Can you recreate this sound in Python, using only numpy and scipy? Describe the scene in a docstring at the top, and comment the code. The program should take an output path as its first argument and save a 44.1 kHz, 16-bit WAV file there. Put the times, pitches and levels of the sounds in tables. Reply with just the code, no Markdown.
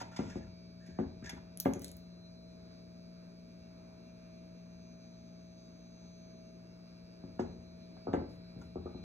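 """The legs of a cushioned wooden chair knock on a tiled floor as a cat shifts its weight on the seat.
Each impact excites the modes of the frame and sends dispersive bending waves through the floor.
The cat paws at a toothpick until it drops and bounces in bright ticks; its claws scratch the cushion.
Behind them a fridge compressor hums and whines at harmonics of its shaft rate, over broad fan noise.
A phone's microphone pair hears the reverberant kitchen from close to the floor."""
import sys
import numpy as np
from scipy import signal
from scipy.fft import rfft, irfft, next_fast_len
from scipy.io import wavfile
from scipy.ndimage import uniform_filter1d

SR = 44100
rng = np.random.default_rng(int(sys.argv[2]) if len(sys.argv) > 2 else 0)


def to_wav(s):
    """Save 16-bit WAV."""
    ch = np.atleast_2d(s).T  # columns
    pcm = np.round(np.clip(ch, -1, 1) * 32767)  # PCM
    wavfile.write(sys.argv[1], SR, pcm.astype(np.int16))


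N = 398643


def chair_knocks():
    """Impact and dispersion: a push rebounds twice and rings the frame; bending waves bring treble first."""
    # leg impacts: t/s, level/dB, pitch f/Hz, relative clack, grit and ring levels/dB,
    # lag of the pitch behind the treble/cycles, rebound strength
    impacts = [(0.012, -43, 162, 8.5, -9, 3, 1.37, 2.7), (0.1887, -22, 198, -8.5, -19.5, -0.5, 1.74, 1.6),
               (0.3545, -27.5, 200, -12, -36, -3.5, 1.8, 2.2), (0.885, -40, 190, -31, -34, -2.5, 2.43, .6),
               (0.9865, -22.5, 200, -6, -19, 0, 1.9, 2), (1.224, -35.5, 173, -31, -15, -3, 2.65, 0.48),
               (1.329, -37.5, 199, -23, -17, -1.5, 2.5, 0.53),
               (1.653, -17, 242, -4.5, -15.5, 0, 0.68, 1.56),
               (1.756, -30.5, 277, -40.5, -21, -7, 2.46, 1.3),
               (7.2352, -36.5, 199, -11.5, -34, -2, 1.6, 1.1),
               (7.3914, -21.5, 235, -4, -19.5, -2, 1.74, 1.3),
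               (7.497, -40.5, 170, -28, -19.5, -3, 2.4, 0.56), (7.97, -48, 168, 1, -10.5, 1, 2.5, .6),
               (8.066, -26.5, 382, -7.5, -32, 0.5, 2.37, 1.7), (8.084, -29.5, 203, -21, -40, -6, 1.57, 1.3),
               (8.132, -19, 255, -4, -14, 1, 0.67, 1.86), (8.213, -31.5, 252, -7, -42, -4, 2.6, 0.93),
               (8.564, -38, 147, -21, -34, 0.5, 2.43, 0.43), (8.754, -28.5, 290, -12, -37, -4, 2.4, 1.7),
               (8.854, -30, 322, -21, -42, 0.5, 2.57, 0.99), (8.948, -35, 173, -10, -38, 1.5, 2.5, .8),
               (9.002, -43, 184, -26, -31, -8, 2.92, .6)]
    # modes of the frame: f/Hz, bandwidth/Hz, relative level/dB
    frame_modes = [(133, 34, 4.5), (179.5, 60, 5), (218.3, 19, 13.5), (277, 35, 10.5), (373, 13, 5.5),
                   (427, 12, 7.5), (557, 39, 5.5), (710, 15, -8.5), (797, 21, 6), (944, 62, 4.5),
                   (1190, 29, 12.5), (1340, 44, 13), (1537, 35, 11.5), (1674, 58, 7), (2110, 290, -2.5),
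                   (2790, 250, -8.5), (3550, 470, -10.5)]
    ring_db, rattle_db, fizz_db = -41, -32, -19
    rattle_hz, detune = 480, 0.024
    boom_hz, boom_width_hz, boom_t60_s = 79.6, 48.5, 0.65  # lowest resonance of the kitchen
    out, t = np.zeros(N), np.arange(SR // 2) / SR
    hz = np.maximum(np.fft.rfftfreq(len(t), 1 / SR), 1)
    since_contact = np.maximum(t - .01, 0)
    end_fade = np.minimum(1, 10 * (t[-1] - t))
    early, later = (np.exp(-2j * np.pi * hz * lag_s) for lag_s in (.007, .0108))

    def bell(centre_hz, octaves):
        """Gaussian spectrum in log frequency, whose pulse peaks near 1."""
        shape = np.exp(-(np.log2(hz / centre_hz) / octaves) ** 2)
        return shape / shape.mean()

    for s, level_db, pitch_hz, clack_db, grit_db, frame_db, lag_cycles, rebound in impacts:
        shift = 1 + detune * rng.standard_normal(len(frame_modes))  # the modes move with the load
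        frame = sum((-1) ** k * undb(db) / (1 + 2j * (hz - f * shift[k]) / width)
                    for k, (f, width, db) in enumerate(frame_modes))
        rattle_noise, boom_noise, grit_noise = rng.standard_normal((3, len(t)))
        push = bell(pitch_hz, 0.85) + undb(clack_db) * bell(688, 0.61)
        # the early rebound fades on the way through the floor
        rebounds = rebound * (0.29 * np.clip(1.7 - lag_cycles, 0, 1) * early + 0.3 * later)
        ring = undb(frame_db + ring_db) * frame
        rattle = undb(frame_db + rattle_db) * rfft(rattle_noise * burst(t, 0.00097, 0.024)) * frame
        rattle *= np.sqrt(hz / 300) * bell(np.sqrt(rattle_hz * pitch_hz), 1.004)
        # the main pitch lands 7.5 ms after contact, higher frequencies up to spread_s earlier
        spread_s = lag_cycles / pitch_hz
        phase_cycles = 2 * spread_s * np.sqrt(pitch_hz * hz) + (.0075 - spread_s) * hz - lag_cycles
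        spectrum = ((1 + rebounds + ring) * push + rattle) * np.exp(-2j * np.pi * phase_cycles)
        blow = np.roll(irfft(spectrum), int(0.0099 * SR))
        # grit scraped under the leg
        grit_colour = undb(grit_db) * (bell(2200, .95) * frame + undb(fizz_db) * bell(5500, .7))
        grit = 0.19 * irfft(rfft(grit_noise) * grit_colour) * burst(since_contact, 0.00067, 0.019)
        # duller, softer knocks carry a larger share of boom
        boom_db = -17 - 3 * np.log2(pitch_hz / 200) - 0.4 * (level_db + 28)
        boom = undb(boom_db) * unit_rms(steep_band(boom_noise, boom_hz, boom_width_hz))
        boom *= burst(since_contact, 0.035, boom_t60_s / np.log(1000))
        add(out, s - .01, undb(level_db) * (blow + grit + boom) * end_fade)
    return out


def toothpick():
    """Brief contact gives a broad spectrum: a light stick ticks on hard tile, chatters and rolls."""
    # bounces: t/s, level/dB, brightest f/Hz
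    bounces = [(1.5734, -31.5, 9900), (1.6006, -17, 15300), (1.6035, -30, 11900), (1.6075, -29, 14270),
               (1.7359, -31.5, 5300), (1.7945, -42, 11600), (1.819, -38, 14700), (1.838, -48, 6340),
               (1.845, -29, 8300), (1.854, -51, 7320), (1.8813, -40.5, 6960), (1.891, -47, 6470),
               (1.916, -39.5, 8040), (1.968, -43.5, 14600)]
    tick_s, chatter_db, low_db = .0003, -18, -24.5
    out, t = np.zeros(N), np.arange(1500) / SR
    tick = np.e * t / tick_s * np.exp(-t / tick_s)
    chatter = undb(chatter_db) * burst(t, 0.00087, .004)
    for s, level_db, bright_hz in bounces:
        contact = rng.standard_normal((2, len(t))) * (tick + chatter)
        top = steep_band(contact[0], bright_hz, 8900) + 0.89 * steep_band(contact[0], 6270, 1900)
        low = band(contact[1], 1500, 900) + .7 * band(contact[1], 3400, 1500)
        add(out, s, undb(level_db) * (top / np.abs(top).max() + undb(low_db) * low / np.abs(low).max()))
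    grains = friction_noise(2, roughness_db=3)
    roll = unit_rms(steep_band(grains[0], 8100, 6000) + 0.74 * band(grains[1], 2600, 3000))
    return out + roll * strokes(start_s=[1.81], length_s=[0.082], level_db=[-62.5])


def seat_friction(crest_db=8, scratch_attack_s=0.003):
    """Friction drives the resonances of the seat: rubbing paws, short scratchy bursts and squeaks."""
    # paws dragged over the cushion: t/s, duration/s, level/dB, relative treble and board levels/dB
    rubs = [(0.0, 0.022, -50.5, -23, 7), (0.033, 0.057, -71, -27, 0), (0.115, 0.05, -65, -25, 8),
            (0.16, 0.14, -61.5, -35, 5.5), (0.296, 0.091, -64, -35, 0), (0.415, .07, -77, -30, 11),
            (0.832, 0.11, -76, -22, -1), (1.313, 0.035, -68, -20, 4), (1.364, 0.017, -67.5, -30, 13.5),
            (2.48, .04, -76, -25, 2), (3.316, .04, -83, -25, 0), (8.29, 0.072, -75.5, -11, -4),
            (8.587, 0.087, -78, -9, -4)]
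    # short scratchy bursts (claws on cloth, and the gritty fizz of two chair knocks):
    # t/s, level/dB, relative treble level/dB, T60/s, relative board level/dB
    scratches = [(0.0094, -46, -27, 0.041, -3), (0.163, -32, -38, 0.051, -1), (0.3015, -44, -39, 0.048, 0),
                 (0.357, -56, -27, 0.051, -5), (0.861, -49.5, -17, 0.073, -8), (1.241, -37, -38, 0.055, -7),
                 (1.257, -34.5, -38, 0.044, -9), (1.27, -42, -40, 0.06, -5),
                 (1.2928, -24.5, -12.5, 0.032, -1), (1.304, -38, -27, 0.026, 9),
                 (7.395, -44.5, -29, 0.15, 7), (8.612, -53, -30, 0.068, 12)]
    # squeaks of the seat: t/s, duration/s, level/dB
    squeaks = [(0.0, 0.015, -55.5), (0.112, 0.023, -61.5), (0.2, 0.021, -73), (0.298, 0.028, -61),
               (0.378, 0.063, -71), (.8, 0.24, -71), (1.238, 0.014, -59), (1.263, 0.0074, -56),
               (1.267, 0.02, -56)]
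    # resonances of the board (first two rows) and cushion: f/Hz, bandwidth/Hz, relative level/dB
    seat_modes = [(907, 220, 24), (1414, 120, 21), (2270, 1030, 17.5), (3440, 690, 16.5),
                  (5000, 1760, 18.5), (6060, 530, 13.5), (7320, 190, 10)]
    start_s, length_s, rub_db, treble_db, board_db = np.transpose(rubs)
    cloth_gain = strokes(start_s, length_s, rub_db)
    board_gain = strokes(start_s, length_s, rub_db + board_db)
    treble_gain = strokes(start_s, length_s, rub_db + treble_db)
    t = np.arange(SR // 4) / SR
    for s, level_db, treble_db, t60_s, board_db in scratches:
        envelope = undb(level_db - crest_db) * burst(t, scratch_attack_s, t60_s / np.log(1000))
        add(cloth_gain, s, envelope)
        add(board_gain, s, undb(board_db) * envelope)
        add(treble_gain, s, undb(treble_db) * envelope)
    grains = friction_noise(3, roughness_db=2.5)
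    modes = [undb(db) * steep_band(grains[0], hz, width) for hz, width, db in seat_modes]
    board, cloth = sum(modes[:2]), sum(modes[2:])
    scratch = (board_gain * board + cloth_gain * cloth) / np.std(board + cloth)
    squeak = unit_rms(steep_band(grains[1], 1680, 200) + 0.12 * steep_band(grains[1], 6250, 1000))
    treble = unit_rms(steep_band(grains[2], 10300, 5000))
    return scratch + strokes(*np.transpose(squeaks)) * squeak + treble_gain * treble


def fridge(shaft_hz=58.634, loudest_whine_harmonic=69):
    """Rotation radiates harmonics of the shaft rate: a wavering hum and clusters of fluttering whine."""
    # compressor tones: harmonic number, level/dB (for the whine, relative within its cluster)
    harmonics = [(1, -75), (2, -67), (3, -55), (4, -65), (10, -76), (11, -63), (38, -89), (39, -82),
                 (40, -87), (41, -81), (44, -90), (46, -85), (65, -90), (66, -82), (67, -88), (68, -85),
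                 (69, -77), (70, -85), (71, -81), (74, -89), (75, -88), (79, -89), (80, -81), (82, -77),
                 (105, -81), (106, -84), (107, -85), (108, -91), (126, -99)]
    # whine as the phone moves among standing waves:
    # t/s, level/dB near 2.4 kHz, near 4 kHz, of the loudest whine tone, near 6 kHz
    whine_levels = [(0.0, -72, -76, -83, -82), (0.7, -77, -76.5, -76.5, -78.5),
                    (1.6, -76.5, -77.5, -81, -83.5), (2.06, -81, -80, -67.5, -78.5),
                    (2.4, -79.5, -87, -70, -81), (2.7, -78, -77, -74.5, -79),
                    (3.05, -79, -84, -73.5, -80.5), (3.7, -76, -78, -80.5, -79),
                    (4.3, -74.5, -78, -75, -79), (4.8, -76.5, -80, -76.5, -75), (5.3, -78, -78, -80.5, -75),
                    (6.25, -76, -75, -73, -69.5), (6.75, -80, -91, -76.5, -82), (7.1, -78, -83, -79, -83.5),
                    (7.55, -77, -81, -72, -76), (8.4, -77, -80, -72, -89), (9.04, -74, -75, -68, -81.5)]
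    shaft_angle = 2 * np.pi * np.cumsum(shaft_hz + 0.014 * wander(0.89)) / SR
    hum_waver = [undb(1.5 * wander(4)) for _ in range(7)]
    whine_waver = [undb(2.5 * wander(4)) for _ in range(7)]
    whine_flutter = [slow * undb(3 * wander(40)) for slow in whine_waver]
    faint_tones = {k: -96 + 3 * rng.standard_normal() for k in range(54, 110)}
    clusters = np.zeros((6, N))  # the hum, four bands of whine, the loudest whine tone
    for j, (k, db) in enumerate((faint_tones | dict(harmonics)).items()):
        cluster = 5 if k == loudest_whine_harmonic else np.searchsorted([30, 50, 76, 100], k)
        waver = (whine_flutter if cluster else hum_waver)[j % 7]
        tone = np.sqrt(2) * np.sin(k * shaft_angle + 2 * np.pi * rng.random())
        clusters[cluster] += undb(db) * waver * tone
    hum, *whines = clusters
    s, *curves_db = np.transpose(whine_levels)
    low, mid, loudest, high = (undb(np.interp(np.arange(N) / SR, s, db)) for db in curves_db)
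    gains = (low, mid, undb(-71), high, loudest)  # the band near 5 kHz has a constant gain
    return hum + sum(gain * unit_rms(whine) for gain, whine in zip(gains, whines))


def air(flicker_db=1.5):
    """Broadband noise of fan and kitchen air, slowly modulated in level; four bands flicker on their own."""
    # noise spectrum: f/Hz, spectral density level/dB
    spectrum = [(30, -102), (50, -91.5), (75, -81), (130, -91), (230, -84), (400, -91), (700, -100),
                (1200, -104.5), (1600, -108), (1950, -115), (2400, -112), (3000, -121), (3700, -117),
                (4500, -114), (6500, -124), (9000, -126), (15500, -131)]
    colour = undb(on_log(np.fft.rfftfreq(N, 1 / SR), spectrum)) * np.sqrt(SR / 2)
    noise = diffuse_pair(*irfft(rfft(rng.standard_normal((2, N))) * colour, N))
    flicker = sum((undb(flicker_db * wander(9)) - 1) * band(noise, hz, hz / 1.6)
                  for hz in (350, 900, 1500, 3200))
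    return (noise + flicker) * undb(wander(0.64))


def room(dry, wet_db, onset_s=0.00049):
    """Reverberation: dense reflections build up and decay exponentially, each band at its own rate."""
    # reverberation time of the kitchen: f/Hz, T60/s
    decay_times = [(100, 0.65), (200, 0.36), (400, 0.48), (1100, 0.42), (3000, 0.27), (8000, 0.059),
                   (16000, 0.4)]
    t, tails = np.arange(SR) / SR, 0
    onset = 1 - np.exp(-(t / onset_s) ** 2)
    for hz in 70 * 2 ** np.arange(0, 8, .5):
        decay = np.exp(-np.log(1000) * t / on_log(hz, decay_times))
        tails = tails + band(rng.standard_normal((2, SR)), hz, hz / 0.59) * onset * decay
    wet = undb(wet_db) * signal.fftconvolve(dry[None], tails, axes=1)[:, :N]
    return dry + diffuse_pair(*wet)


def diffuse_pair(shared, unrelated):
    """Partial coherence: left and right hear a shared sound plus and minus an unrelated one."""
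    # how unlike the two microphones hear the room: f/Hz, relative level/dB of the unrelated part
    incoherence = [(100, -61), (250, -6), (500, -4.5), (800, -7.5), (1300, -7), (2000, 7.5), (2800, -0.5),
                   (4000, 2.5), (16000, -114)]
    side = irfft(rfft(unrelated) * undb(on_log(np.fft.rfftfreq(N, 1 / SR), incoherence)), N)
    return np.array([shared + side, shared - side])


def friction_noise(count, roughness_db):
    """Rough contact: rows of noise with random spikes in amplitude."""
    return rng.standard_normal((count, N)) * undb(roughness_db * rng.exponential(size=N))


def strokes(start_s, length_s, level_db, attack_s=0.0019, release_s=0.0068):
    """Sum of envelopes that rise, hold for their length and decay exponentially."""
    out = np.zeros(N)
    for s, hold_s, gain in zip(start_s, length_s, undb(level_db)):
        t = np.arange(int((hold_s + .4) * SR)) / SR
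        add(out, s, gain * np.minimum(t / attack_s, 1) * np.exp(-np.maximum(t - hold_s, 0) / release_s))
    return out


def burst(t, attack_s, decay_s):
    """Envelope with exponential rise and decay."""
    return (1 - np.exp(-t / attack_s)) * np.exp(-t / decay_s)


def wander(rate_hz):
    """Slow modulation: random values held for 1 / rate_hz seconds and smoothed twice."""
    hold = int(SR / rate_hz)
    steps = np.repeat(rng.standard_normal(N // hold + 1), hold)
    return uniform_filter1d(uniform_filter1d(steps, hold), hold)[:N]


def band(x, hz, width_hz):
    """Two-pole resonance, gain 1 at the centre."""
    return signal.lfilter(*signal.iirpeak(hz, hz / width_hz, fs=SR), x)


def steep_band(x, hz, width_hz):
    """Two equal resonances in cascade."""
    return band(band(x, hz, width_hz), hz, width_hz)


def on_log(hz, table):
    """Interpolation over log frequency."""
    table_hz, values = np.transpose(table)
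    return np.interp(np.log(np.maximum(hz, 1)), np.log(table_hz), values)


def undb(db):
    return 10 ** (np.asarray(db) / 20)


def unit_rms(x):
    return x / np.sqrt(np.mean(x ** 2))


def add(out, start_s, sound):
    i = int(start_s * SR)
    out[i:i + len(sound)] += sound[:N - i]


def scene():
    """Superposition: knocks, toothpick and seat friction reverberate over the fridge and the air."""
    background = fridge() + air()
    return room(chair_knocks(), -44.5) + room(toothpick(), -42) + room(seat_friction(), -43) + background


def record(dry, cutoff_hz=16500):
    """Phase and level differences between the two microphones form the stereo image; the top is cut."""
    # microphone pair: f/Hz, phase lead of the left/rad, left minus right level/dB
    pair_response = [(0, 0, 2), (170, -.3, 2.8), (350, -.65, 4), (600, -1.3, -2), (1000, -2, 0),
                     (1500, .2, 0), (2000, .7, 0), (3500, 1.3, 0), (4750, 3.14, 0), (9000, 9.42, 0),
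                     (13300, 15.7, 0), (17650, 22, 0)]
    size = next_fast_len(N + 4096)
    hz = np.fft.rfftfreq(size, 1 / SR)
    table_hz, lead_rad, left_db = np.transpose(pair_response)
    left = np.exp(.5j * np.interp(hz, table_hz, lead_rad)) * undb(np.interp(hz, table_hz, left_db) / 2)
    stereo = irfft(rfft(dry, size) * np.array([left, 1 / left]), size)[:, :N]
    return signal.sosfilt(signal.ellip(8, .2, 70, cutoff_hz, fs=SR, output="sos"), stereo)


dry = scene()
out = record(dry)
to_wav(out)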